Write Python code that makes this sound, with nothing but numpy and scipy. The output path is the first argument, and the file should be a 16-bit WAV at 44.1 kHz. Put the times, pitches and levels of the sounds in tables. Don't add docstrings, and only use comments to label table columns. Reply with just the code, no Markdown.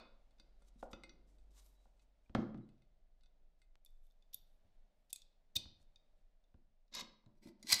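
import sys
import numpy as np
from scipy import signal
from scipy.fft import rfft, irfft, next_fast_len
from scipy.io import wavfile
from scipy.ndimage import uniform_filter1d

SR = 44100
rng = np.random.default_rng(int(sys.argv[2]) if len(sys.argv) > 2 else 0)


def master_out(mix):
    frames = np.transpose(np.atleast_2d(mix))
    ceiling = np.clip(frames, -1, 1)
    pcm = np.round(ceiling * 32767).astype(np.int16)
    wavfile.write(sys.argv[1], SR, pcm)


def volts(x):
    e = np.asarray(x, float) / 20
    return 10 ** e


N = 343980
LEAD = 4410

# pitch in Hz, level in dB, ring time t60 in seconds.
RECEIVER_RINGS = [(1460, -8.5, 0.029), (2080, -11, 0.045), (2540, -14.5, 0.12), (2880, -12, 0.032),
                  (3550, -4.5, 0.057), (3746, -13.5, 0.027), (3910, -0.5, 0.031), (4420, -6, 0.069),
                  (4700, -6.5, 0.027), (5060, -9.5, 0.028), (5840, -14.5, 0.061), (5800, -14.5, 0.018),
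                  (6360, -43, 0.042), (7940, 5, 0.028), (7460, -3, 0.02), (8500, 3, 0.03),
                  (9300, -1, 0.033), (9340, 2.5, 0.0023), (12200, 6, 0.012), (12000, -7, 0.0094),
                  (12740, 5, 0.0212), (14700, -17, 0.014)]
# pitch in Hz, width in Hz, level in dB.
ENTRY_RINGS = [(970, 60, -2), (1620, 51, -6), (2090, 140, -1.5), (2500, 94, -7.5), (3110, 500, -12),
               (3700, 52, -3.5), (3880, 80, 4), (4230, 55, -5), (4390, 60, -1), (4530, 55, -6),
               (4980, 54, -2), (5210, 54, -1.5), (5800, 90, -5), (6440, 250, -8), (6900, 150, -2.5),
               (7817, 130, -7), (8300, 600, -3.5), (11340, 68, -14.5), (12100, 390, -13)]
# pitch in Hz, width in Hz, level in dB.
HOME_RINGS = [(1013, 410, -8), (1620, 160, -7.5), (2000, 54, -3), (2250, 214, -2), (3610, 170, -6.5),
              (3990, 55, -2.5), (4230, 90, 0.5), (4540, 78, -1), (4850, 97, -1), (5060, 80, -4.5),
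              (5420, 110, -5), (5710, 60, -5), (6670, 96, -3), (7090, 170, -4), (8000, 260, 6),
              (8430, 480, 10), (10200, 810, 8), (11500, 1600, 6), (13500, 670, -12)]
# time in seconds, level at 3-6.5 kHz in dB.
PUSH_HOME = [(7.595, -87), (7.63, -86), (7.666, -68.5), (7.672, -55.5), (7.684, -48), (7.7, -38.5),
             (7.72, -34), (7.728, -30.5), (7.737, -38.5), (7.755, -38.5), (7.77, -44.5), (7.8, -47)]


def band(x, lo_hz, hi_hz, order=2):
    return signal.sosfilt(signal.butter(order, [lo_hz, min(hi_hz, .48 * SR)], "band", fs=SR, output="sos"), x)


def unit(x):
    return x / np.sqrt(np.mean(x ** 2))


def peak(x, db):
    return x * volts(db) / np.max(np.abs(x))


def add(out, x, s):
    i = int(s * SR) + LEAD
    out[i:i + len(x)] += x[:len(out) - i]


def along(tables, column):
    gain, t = np.zeros(N + LEAD), (np.arange(N + LEAD) - LEAD) / SR
    for table in tables:
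        rows = np.array(table, float)
        on = slice(*np.searchsorted(t, rows[[0, -1], 0]))
        gain[on] += volts(np.interp(t[on], rows[:, 0], column(rows)))
    return uniform_filter1d(gain, size=66)


def walk(rate, size=N + LEAD):
    k = int(SR / rate)
    steps = np.repeat(rng.standard_normal(size // k + 1), k)
    return unit(uniform_filter1d(steps, size=k)[:size])


def rings(modes, chance, size, scatter_db, detune):
    hz, db, t60 = np.transpose(modes)[:, :, None]
    t, m = np.arange(size) / SR, len(modes)
    level = volts(db + scatter_db * chance[:m, None])
    swing = np.sin(2 * np.pi * hz * (1 + detune * chance[m:2 * m, None]) * t)
    sign = np.sign(chance[2 * m:3 * m, None])
    return level * sign * swing * np.exp(-np.log(1000) * t / t60)


def grit(per_s, spread_db, size=N + LEAD):
    hit, luck, sign = rng.random((3, size))
    return unit((hit < per_s / SR) * volts(-spread_db * np.log(luck + 1e-9)) * np.sign(sign - .5))


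def hum(force, part):
    return sum(volts(db) * signal.lfilter(*signal.iirpeak(hz, hz / width, SR), force) / np.sqrt(width)
               for hz, width, db in part)


def background():
    # frequency in Hz, density in dB per Hz.
    hiss_tone = [(29, -34), (50, -0.5), (125, -9), (188, -7.5), (304, -12), (351, -16), (425, -12.5),
                 (503, -12.5), (610, -6.5), (1060, -21), (2130, -23.5), (3060, -25.5), (3620, -24.5),
                 (6920, -33.5), (15700, -45.5)]
    # time in seconds, level at 400-900 Hz in dB.
    hiss_level = [(0, -86), (2.3, -88.5), (3.7, -89), (5.3, -89), (6.5, -87.5), (6.7, -93.5), (7.8, -91)]
    # time in seconds, pitch in Hz, level in dB.
    engine = [(0.0, 42.2, -71.5), (0.361, 43.1, -71.5), (0.818, 43.56, -64.5), (2.712, 46.1, -76.5),
              (3.43, 47.07, -84), (3.729, 47.6, -77), (3.84, 41.9, -85), (3.9, 39.7, -87.5)]
    # time in seconds, level in dB.
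    rumble_level = [(0, -67), (2.4, -66.5), (3.9, -65), (5.2, -68.5), (5.6, -65.5), (7, -68), (7.8, -72.5)]
    t = (np.arange(N + LEAD) - LEAD) / SR
    size = next_fast_len(N + LEAD)
    f = np.maximum(np.arange(size // 2 + 1) * SR / size, 1)
    tone_hz, tone_db = np.transpose(hiss_tone)
    tone = volts(np.interp(np.log(f), np.log(tone_hz), tone_db))
    hiss = irfft(rfft(rng.standard_normal(size)) * tone, size)[:N + LEAD]
    hiss *= volts(np.interp(t, *np.transpose(hiss_level)) + 1.1 * walk(3)) / np.std(band(hiss, 400, 900))

    s, hz, db = np.transpose(engine)
    engine_db = np.interp(t, s, db)
    phase = 2 * np.pi * np.cumsum(np.interp(t, s, hz) * (1 + 0.021 * walk(2.8))) / SR
    fade = np.clip((s[-1] - t) * 5, 0, 1)
    drone = np.sqrt(2) * np.sin(phase) * volts(engine_db + 1.9 * walk(2.8)) * fade
    roar_db = -91.5 + 0.25 * (engine_db + 77.0) + 5.6 * walk(5)
    roar = unit(band(rng.standard_normal(N + LEAD), 90, 400)) * volts(roar_db) * (t < s[-1])

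    rumble = unit(band(rng.standard_normal(N + LEAD), 14, 27, order=3))
    rumble *= volts(np.interp(t, *np.transpose(rumble_level)) + 2 * walk(4))
    return hiss + drone + roar + rumble


def click(part, db, low_db, high_db, top_db, spot_hz, spot_db=7, crack_s=0.0012, crack=0.89, chatter_s=0.00062):
    chance = rng.standard_normal(4096)
    t = np.arange(4096) / SR
    hz, sound = np.array(part)[:, 0], 0
    favour = volts(spot_db * np.exp(-(np.log(hz / spot_hz) / 0.045) ** 2))[:, None]
    favour[hz < 2200] *= volts(min(low_db + 12, 0))
    modes = favour * rings(part, chance, size=4096, scatter_db=1.66, detune=0.009)
    chatter = (1 + .6 * chance[200:328]) * np.exp(-t[:128] / chatter_s) * (np.arange(128) % 37 == 0)
    ranges = ((1200, 3000, low_db), (3000, 7000, 0), (7000, 10500, high_db), (10500, 15500, top_db))
    for lo, hi, gain_db in ranges:
        ring = np.convolve(modes[(hz >= lo) & (hz < hi)].sum(axis=0), chatter)[:4096]
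        snap = band(chance[::-1] * np.exp(-t / crack_s), max(lo, 1900), min(hi, 14000), order=3)
        blend = peak(ring, 0) + crack * min(lo / 4000, 1) * peak(snap, 0)
        sound = sound + peak(blend, db + gain_db)
    return sound


def clicks():
    # time in seconds, peak at 3-7 kHz in dB,
    # sharpness in dB, ring favoured by the spot struck in Hz.
    trigger_taps = [(0.3083, -71, -11, 4500), (0.3844, -70, -24, 5130), (0.3977, -55, -19.5, 4700),
                    (0.6209, -74.5, 0, 2080), (0.829, -78, 6, 1920), (0.9309, -46, -31, 1460),
                    (1.0352, -47.5, -14, 2050), (1.0935, -52, -33, 5800), (1.384, -70, -13, 3920),
                    (2.348, -49.5, -14, 3910), (1.9945, -70.5, -12, 2500), (2.575, -73.5, -11, 2890),
                    (2.556, -80, -15, 4420), (2.6894, -72, -7.5, 2140), (2.7794, -81.5, -16.5, 2110),
                    (2.8201, -73.5, -11, 2074), (3.2087, -72, -29.5, 3730), (3.234, -66.5, -10, 3960),
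                    (3.2588, -68, -22, 3620), (3.6172, -67.5, -5.5, 2120)]
    spring_ticks = [
        (3.8486, -68, 12, 5100),
        (3.9044, -83, 3, 3670),
        (4.034, -93.5, 2, 11900),
        (4.066, -76.5, -2, 3550),
        (4.102, -75, -8, 3550),
        (4.1095, -71, -20, 3550),
        (4.121, -81, 0, 4400),
        (4.3343, -48, -5, 5620),
        (4.3432, -43.5, 6, 11900),
    ]
    pin_snaps = [(3.8601, -58.5, -6, 5100), (4.2233, -67, -21, 3520), (5.1037, -61, 2, 5620),
                 (5.1288, -38, 4.5, 5100), (5.1594, -43, -2, 6610), (5.218, -54, -11.5, 3760),
                 (5.557, -44.5, -1, 7540), (5.5645, -29.5, -4.5, 4400), (5.5662, -26, -14, 5620),
                 (5.9585, -56.5, -22, 3760), (6.4394, -75.5, -20.5, 3610)]
    bolt_hits = [(6.8794, -78, -25.5, 3990), (6.9375, -43.5, -25, 3880), (6.941, -40, -24, 5210),
                 (6.9492, -37.5, -3.5, 6900), (6.954, -38, -17.5, 4390), (6.9835, -41, -14.5, 3880),
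                 (6.9975, -40.5, -6.5, 3880), (7.007, -43.5, -5, 5800), (7.2394, -86, -16, 2090),
                 (7.2609, -68, -17, 3940), (7.4724, -57, -5.5, 3920), (7.6271, -48.5, -3, 6670),
                 (7.6334, -52.5, -4, 3910), (7.6702, -43, -12, 3990), (7.6926, -35.5, -3, 4230),
                 (7.7006, -33, -3, 2000), (7.7101, -38, -1, 4230), (7.7232, -19, -3.5, 5420),
                 (7.7266, -17, -5.5, 4550), (7.7286, -18, -7, 4850), (7.7312, -33, -10, 2250),
                 (7.7414, -32, 9, 7090), (7.7472, -33, -8.5, 4540), (7.7615, -34, -17, 5060)]
    # pitch in Hz, level in dB, ring time t60 in seconds.
    gripped = [(2507, -13, 0.047), (3550, -2.5, 0.051), (3760, -6, 0.039), (4120, -7, .02),
               (4400, -5.5, .025), (4730, -11.5, .02), (5100, -11, .03), (5620, -6, .025),
               (6610, -9.5, .04), (7540, -11, .02), (7970, -1, 0.018), (8760, -5.5, .03), (9600, -1, .01),
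               (10900, -7.5, .03), (11900, 0, .01), (12500, -5.5, .018), (14700, -14, .008)]
    # low rings dB, high and top rings dB over sharpness, lowest sound radiated Hz,
    # share of the free ring time left by the grip
    kinds = ((trigger_taps, (-8, 2, -15, 908.5, 1.24)), (spring_ticks, (-31.5, -8.5, 3.5, 2303, 0.7)),
             (pin_snaps, (-18.5, 2, -5, 2099.5, 0.9)), (bolt_hits, (-11, 0.5, -5.5, 1450, 1.04)))
    grip_from_s, bolt_from_s = 3.7, 6.6
    out = []
    for rows, (low_db, high_db, top_db, lowest_hz, free) in kinds:
        for s, db, sharp_db, spot_hz in rows:
            bolt_rings = ENTRY_RINGS if s < PUSH_HOME[0][0] else HOME_RINGS
            bolt = [(hz, g, 2.0 / width) for hz, width, g in bolt_rings]
            part = RECEIVER_RINGS if s < grip_from_s else gripped if s < bolt_from_s else bolt
            held = np.array(part) * [1, 1, free]
            lift_db = 6.5 * (spot_hz < 3200)
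            sound = click(held, db, low_db + lift_db, high_db + sharp_db, top_db + sharp_db, spot_hz)
            out.append((s + 0.0004, band(sound, lowest_hz, 26000, order=4)))
    return out


def knock(db, thud_db, short_db, crack_db, deep_db, thud_hz, contact_ms=0.68, spot_hz=680, spot_db=9,
          thud_s=0.0057, crack_s=0.0068, crack_hz=1600):
    # pitch in Hz, level in dB, ring time t60 in seconds.
    board_rings = [(124, -10, 0.18), (142, -9.5, 0.04), (214, 2.5, 0.045), (318, -1.5, 0.034),
                   (344, -6, 0.085), (507, -10.5, 0.06), (552, -8, 0.065), (658, -2.5, 0.011),
                   (793, -2.5, 0.019), (983, -3.5, 0.013), (1235, -5.5, 0.015), (1410, -7, 0.046),
                   (1640, -17, 0.015)]
    hz, m = np.array(board_rings)[:, 0], len(board_rings)
    chance = rng.standard_normal(4096)
    t = np.arange(4096) / SR
    push = np.hanning(int(contact_ms * SR / 1000) + 3)
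    chance[2 * m:3 * m] = np.where(np.arange(m) % 2, 1, -1)
    modes = rings(board_rings, chance, size=4096, scatter_db=1, detune=.008)
    modes[hz < 180] *= volts(deep_db)
    modes *= volts(spot_db * np.exp(-np.log(hz[:, None] / spot_hz) ** 2 / 0.037))
    deep = hz < 420
    boards = peak(modes[deep].sum(axis=0), db) + peak(modes[~deep].sum(axis=0), db + short_db)
    thud = np.sin(2 * np.pi * thud_hz * t) * t * np.exp(-t / thud_s)
    burst = (.5 * chance[::-1] + 9 * (t == 0)) * np.exp(-t / crack_s)
    crack = band(band(burst, 800, crack_hz, order=1), 800, 4500)
    return np.convolve(boards, push / push.sum())[:4096] + peak(thud, db + thud_db) + peak(crack, db + crack_db)


def knocks():
    # time in seconds, peak of the deep boards in dB, hardness in dB.
    drops = [
        (2.347, -26.5, -1),
        (2.361, -43, -6.5),
        (2.384, -28.5, -24),
        (2.542, -41.5, -13),
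        (2.581, -44.5, -23),
    ]
    # time in seconds, peak of the deep boards in dB, hardness in dB,
    # board ring nearest the spot in Hz.
    taps = [(0.394, -67.5, 2, 344), (0.616, -73, 11.5, 1410), (0.756, -58, -31, 214),
            (0.8245, -53, 20.5, 705), (0.87, -74, 8, 715), (0.929, -48.5, 9.5, 1410),
            (1.035, -58.5, 7.5, 344), (1.094, -66, -7, 344), (1.852, -77.5, 19, 744),
            (5.559, -64, 10.5, 513), (5.652, -80, 8, 810), (6.54, -75, 7.5, 300), (6.965, -56, 4, 983),
            (7.019, -52, -1.5, 214), (7.235, -73.5, 6.5, 983), (7.452, -48.5, -27, 344),
            (7.468, -51, -10, 214), (7.64, -51.5, -20, 330), (7.725, -54.5, 13, 1235)]
    # time in seconds, peak of the deep boards in dB,
    # hardness in dB, thud pitch in Hz.
    bumps = [
        (0.931, -60.5, 3, 49.6),
        (2.293, -58, -0.5, 49.6),
        (4.343, -79.5, 7, 96),
        (4.644, -75, -3.5, 77.8),
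        (5.558, -53.5, 0, 89.7),
        (5.653, -61, 1, 63),
        (5.797, -75.5, 3.5, 59.6),
        (6.54, -64.5, -6, 66.5),
        (7.26, -64.5, -5, 111.5),
        (7.724, -55, -12, 98.6),
    ]
    # thud, short boards, crack, slowest boards (dB); then thud Hz, contact ms
    blows = [(s, db, -30, hard, hard - 0.5, 2, 121, 0.31) for s, db, hard in drops]
    blows += [(s, db, -29.5, hard, hard / 2 - 8, -15, 55, 0.82, spot) for s, db, hard, spot in taps]
    blows += [(s, db, 7, hard, hard - 1.5, -3.5, hz, 1) for s, db, hard, hz in bumps]
    knock_delay_s = 0.003
    return [(s + knock_delay_s, knock(*blow)) for s, *blow in blows]


def rubs():
    # start, firmest moment and end in seconds,
    # level at 2.5-8 kHz in dB, level above 8 kHz in dB.
    strokes = [(0.584, 0.688, 0.71, -77, -100), (0.738, 0.814, 0.82, -74, -99),
               (0.786, 0.835, 0.92, -75, -93), (0.903, 0.915, 0.954, -68, -74),
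               (1.242, 1.282, 1.83, -86, -103), (1.506, 1.597, 1.632, -65.5, -88),
               (1.53, 1.663, 1.77, -76, -75), (1.682, 1.813, 2.26, -88.5, -101),
               (1.966, 2.025, 2.06, -83, -102), (2.232, 2.35, 2.31, -82, -100),
               (2.59, 2.645, 2.53, -84, -108), (3.173, 3.251, 3.2, -82.5, -102),
               (3.547, 3.59, 3.8, -92.5, -106), (3.85, 3.85, 4.3, -89, -94), (3.97, 4.053, 4.2, -92, -92),
               (4.355, 4.38, 4.7, -101, -94), (4.414, 4.479, 4.75, -94.5, -93.5),
               (4.836, 4.994, 5.8, -99, -99.5), (5.762, 5.817, 5.86, -80.5, -100),
               (6.153, 6.173, 6.3, -93, -112)]
    force = grit(per_s=36000, spread_db=3.0) * volts(1.6 * walk(64))
    ring = signal.lfilter(*signal.iirpeak(3880, 45, SR), force)
    skin = unit(band(band(force, 3000, 13000, order=1), 1500, 10000))
    body = unit(skin + 0.3 * unit(band(force, 780, 1400)) + .15 * unit(ring))
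    fine = unit(band(force, 9000, 12800, order=4))
    fade = -20.5 * np.array([1, 0.85, 0, 0.85, 1])
    press = [np.transpose([[a, (a + b) / 2, b, (b + c) / 2, c], db + fade, fine_db + fade])
             for a, b, c, db, fine_db in strokes]
    return along(press, lambda r: r[:, 1]) * body + along(press, lambda r: r[:, 2]) * fine


def squeak(db, hz, swell_s, fade_s):
    t = np.arange(13230) / SR - .1
    shape = (t / np.where(t < 0, swell_s, fade_s)) ** 2
    rough = unit(band(rng.standard_normal(len(t)), 3.85 * hz, 4.1 * hz))
    waver = volts(min(fade_s * 150, 3) * walk(90, size=len(t)))
    song = np.sin(2 * np.pi * hz * t) * np.exp(-shape)
    if db > -40:
        song = song + volts(-17.5) * rough * np.exp(-shape / 2.2 ** 2)
    return volts(db) * waver * song


def squeaks():
    # loudest moment in seconds, peak in dB, pitch in Hz, swell in seconds, fade in seconds.
    songs = [
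        (5.5625, -27, 3720, .0024, .0026),
        (1.76, -86, 3900, .05, .08),
        (2.263, -76, 2380, .003, .003),
        (2.42, -72, 3920, .004, .006),
        (2.635, -84, 3900, .02, .012),
        (0.8, -78, 3950, .006, .006),
    ]
    out = np.zeros(N + LEAD)
    for s, *song in songs:
        add(out, squeak(*song), s - .1)
    return out


def slides(tables, part, low_db, high_db, between, body_db):
    # pitch in Hz, width in Hz, level in dB.
    stock = [(215, 12, 0.5), (330, 38, -1.5), (575, 50, -6.5), (900, 40, -12.5)]
    start = int(tables[0][0][0] * SR)
    end = min(int((tables[-1][-1][0] + .3) * SR) + LEAD, N + LEAD)
    force = grit(per_s=11000, spread_db=2.0, size=end - start) * volts(2.2 * walk(200, size=end - start))
    out = along(tables, lambda r: r[:, 2])[start:end] * unit(band(hum(force, stock), 160, 1300))
    gain = along(tables, lambda r: r[:, 1])[start:end]
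    out += volts(body_db) * gain * unit(band(force, 360, 1350))
    for lo, hi, db in ((900, 3000, low_db), (3000, 6500, 0), (6500, 14500, high_db)):
        ring = hum(force, [row for row in part if lo <= row[0] < hi])
        hiss = unit(band(force, max(lo, 1800), min(hi, 12500), order=3))
        out += volts(db) * gain * unit(unit(band(ring, 0.38 * lo, 1.4 * hi)) + between * hiss)
    return np.pad(out, (start, N + LEAD - end))


def stroke(s, length_s, db, boards_db):
    when = s + length_s * np.array([0, 0.14, 1 - 0.27, 1])
    level = db - 28.5 * np.array([1, 0, 0, 1])
    return np.transpose([when, level, (level + db) / 2 + boards_db])


def scrapes():
    # time in seconds, level at 3-6.5 kHz in dB.
    rattle = [(2.349, -60), (2.365, -75), (2.42, -77), (2.45, -88), (2.53, -99)]
    # time in seconds, level at 3-6.5 kHz in dB.
    enter = [(6.915, -83), (6.93, -65), (6.939, -63), (6.952, -51.5), (6.97, -49), (6.99, -49),
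             (7.012, -48), (7.022, -64), (7.05, -76.5), (7.1, -95)]
    # start in seconds,
    # length in seconds, level at 3-6.5 kHz in dB, boards over that in dB.
    pin_slides = [
        (4.328, .018, -66.5, -28),
        (5.094, 0.028, -72, -24.5),
        (5.553, .018, -46, -14),
    ]
    guide_slides = [
        (7.25, 0.099, -104, 27.4),
        (7.345, 0.057, -94, 13),
        (7.412, 0.11, -73, 4.2),
        (7.45, 0.091, -105, 27.6),
    ]
    # low rings dB, high rings dB, share of hiss between the rings, wooden body dB
    long_scrapes = ((rattle, ENTRY_RINGS, (-0.5, -12, 1, -6.5)), (enter, ENTRY_RINGS, (-5.5, -13, 0.4, -11)),
                    (PUSH_HOME, HOME_RINGS, (-6, -6.5, 0.24, -22.5)))
    short_scrapes = ((pin_slides, ENTRY_RINGS, (-12.5, -6, 5.5, -35)),
                     (guide_slides, HOME_RINGS, (-1, -4.5, .05, -32)))
    out = 0
    for rows, part, colour in long_scrapes:
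        s, db = np.transpose(rows)
        boards_db = -66.5 + 0.21 * (db + 51)
        out = out + slides([np.transpose([s, db, boards_db])], part, *colour)
    for rows, part, colour in short_scrapes:
        out += slides([stroke(*row) for row in rows], part, *colour)
    return out


def room(x, gap_s=0.0021, build_s=0.003, tones_db=2, tones_build_s=0.093):
    # frequency in Hz, decay time t60 in seconds, level in dB.
    decay = [(70, 0.97, -12.5), (207, 0.38, -0.5), (590, 0.54, -3.5), (1812, 0.47, -8), (4550, .42, -9),
             (8350, 0.098, -12.5), (13900, 0.28, -21)]
    # pitch in Hz, level in dB, decay time t60 in seconds.
    standing = [(125, -5, 0.47), (155, -1, 0.75), (215.2, 1.5, 0.42), (230, -8, 0.2), (277, -4, .4)]
    t = np.arange(SR // 2 + 8000) / SR
    hz, t60, db = np.transpose(decay)
    echo = 0
    for centre in 50 * 2 ** np.arange(0, 8.5, .5):
        die_s = np.interp(np.log(centre), np.log(hz), t60)
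        level_db = np.interp(np.log(centre), np.log(hz), db)
        noise = band(rng.standard_normal(len(t)), centre / 2 ** .25, centre * 2 ** 0.27)
        tail = noise * np.exp(-np.log(1000) * t / die_s)
        echo = echo + volts(level_db) * tail * np.sqrt(2 * np.log(1000) / (die_s * SR))
    echo = echo * (1 - np.exp(-np.maximum(t - gap_s, 0) / build_s))
    tones = rings(standing, np.ones(15), size=len(t), scatter_db=-5.0, detune=0).sum(axis=0)
    echo = echo + volts(tones_db) * tones * (1 - np.exp(-(t / tones_build_s) ** 2)) * 100 / SR
    return signal.fftconvolve(x, echo)[:len(x)]


def scene():
    # time in seconds, steel peak in dB, boards peak in dB.
    earlier = (-0.02, -40, -54.5)
    # pitch in Hz, width in Hz, share withheld.
    aimed = [(3620, 270, 0.4), (2500, 250, 0.4)]
    # time in seconds, peak in dB, top frequency in Hz.
    tick = (3.7555, -53, 3500)
    work = scrapes() + rubs()
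    s, steel_db, boards_db = earlier
    steel = click(RECEIVER_RINGS, steel_db, low_db=-4.0, high_db=-14.0, top_db=-44, spot_hz=3550)
    bench = knock(boards_db, thud_db=-20, short_db=13.0, crack_db=16.9, deep_db=-16, thud_hz=83)
    add(work, steel + bench, s)
    for s, sound in clicks() + knocks():
        add(work, sound, s)
    sung = squeaks()
    spread = work - sum(share * signal.lfilter(*signal.iirpeak(hz, hz / width, SR), work)
                        for hz, width, share in aimed)
    air = background()
    tick_s, tick_db, top_hz = tick
    add(air, peak(band(np.arange(256) == 0, 40, top_hz), tick_db), tick_s)
    echo = room(spread + volts(-9) * sung)
    return (work + sung + echo + air)[None, LEAD:]


def low_pass(x):
    return signal.sosfilt(signal.butter(12, 15830, fs=SR, output="sos"), x)


def record(dry):
    mix = signal.sosfilt(signal.ellip(8, .2, 60, 15800, fs=SR, output="sos"), dry)
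    return low_pass(mix)


dry = scene()
out = record(dry)
master_out(out)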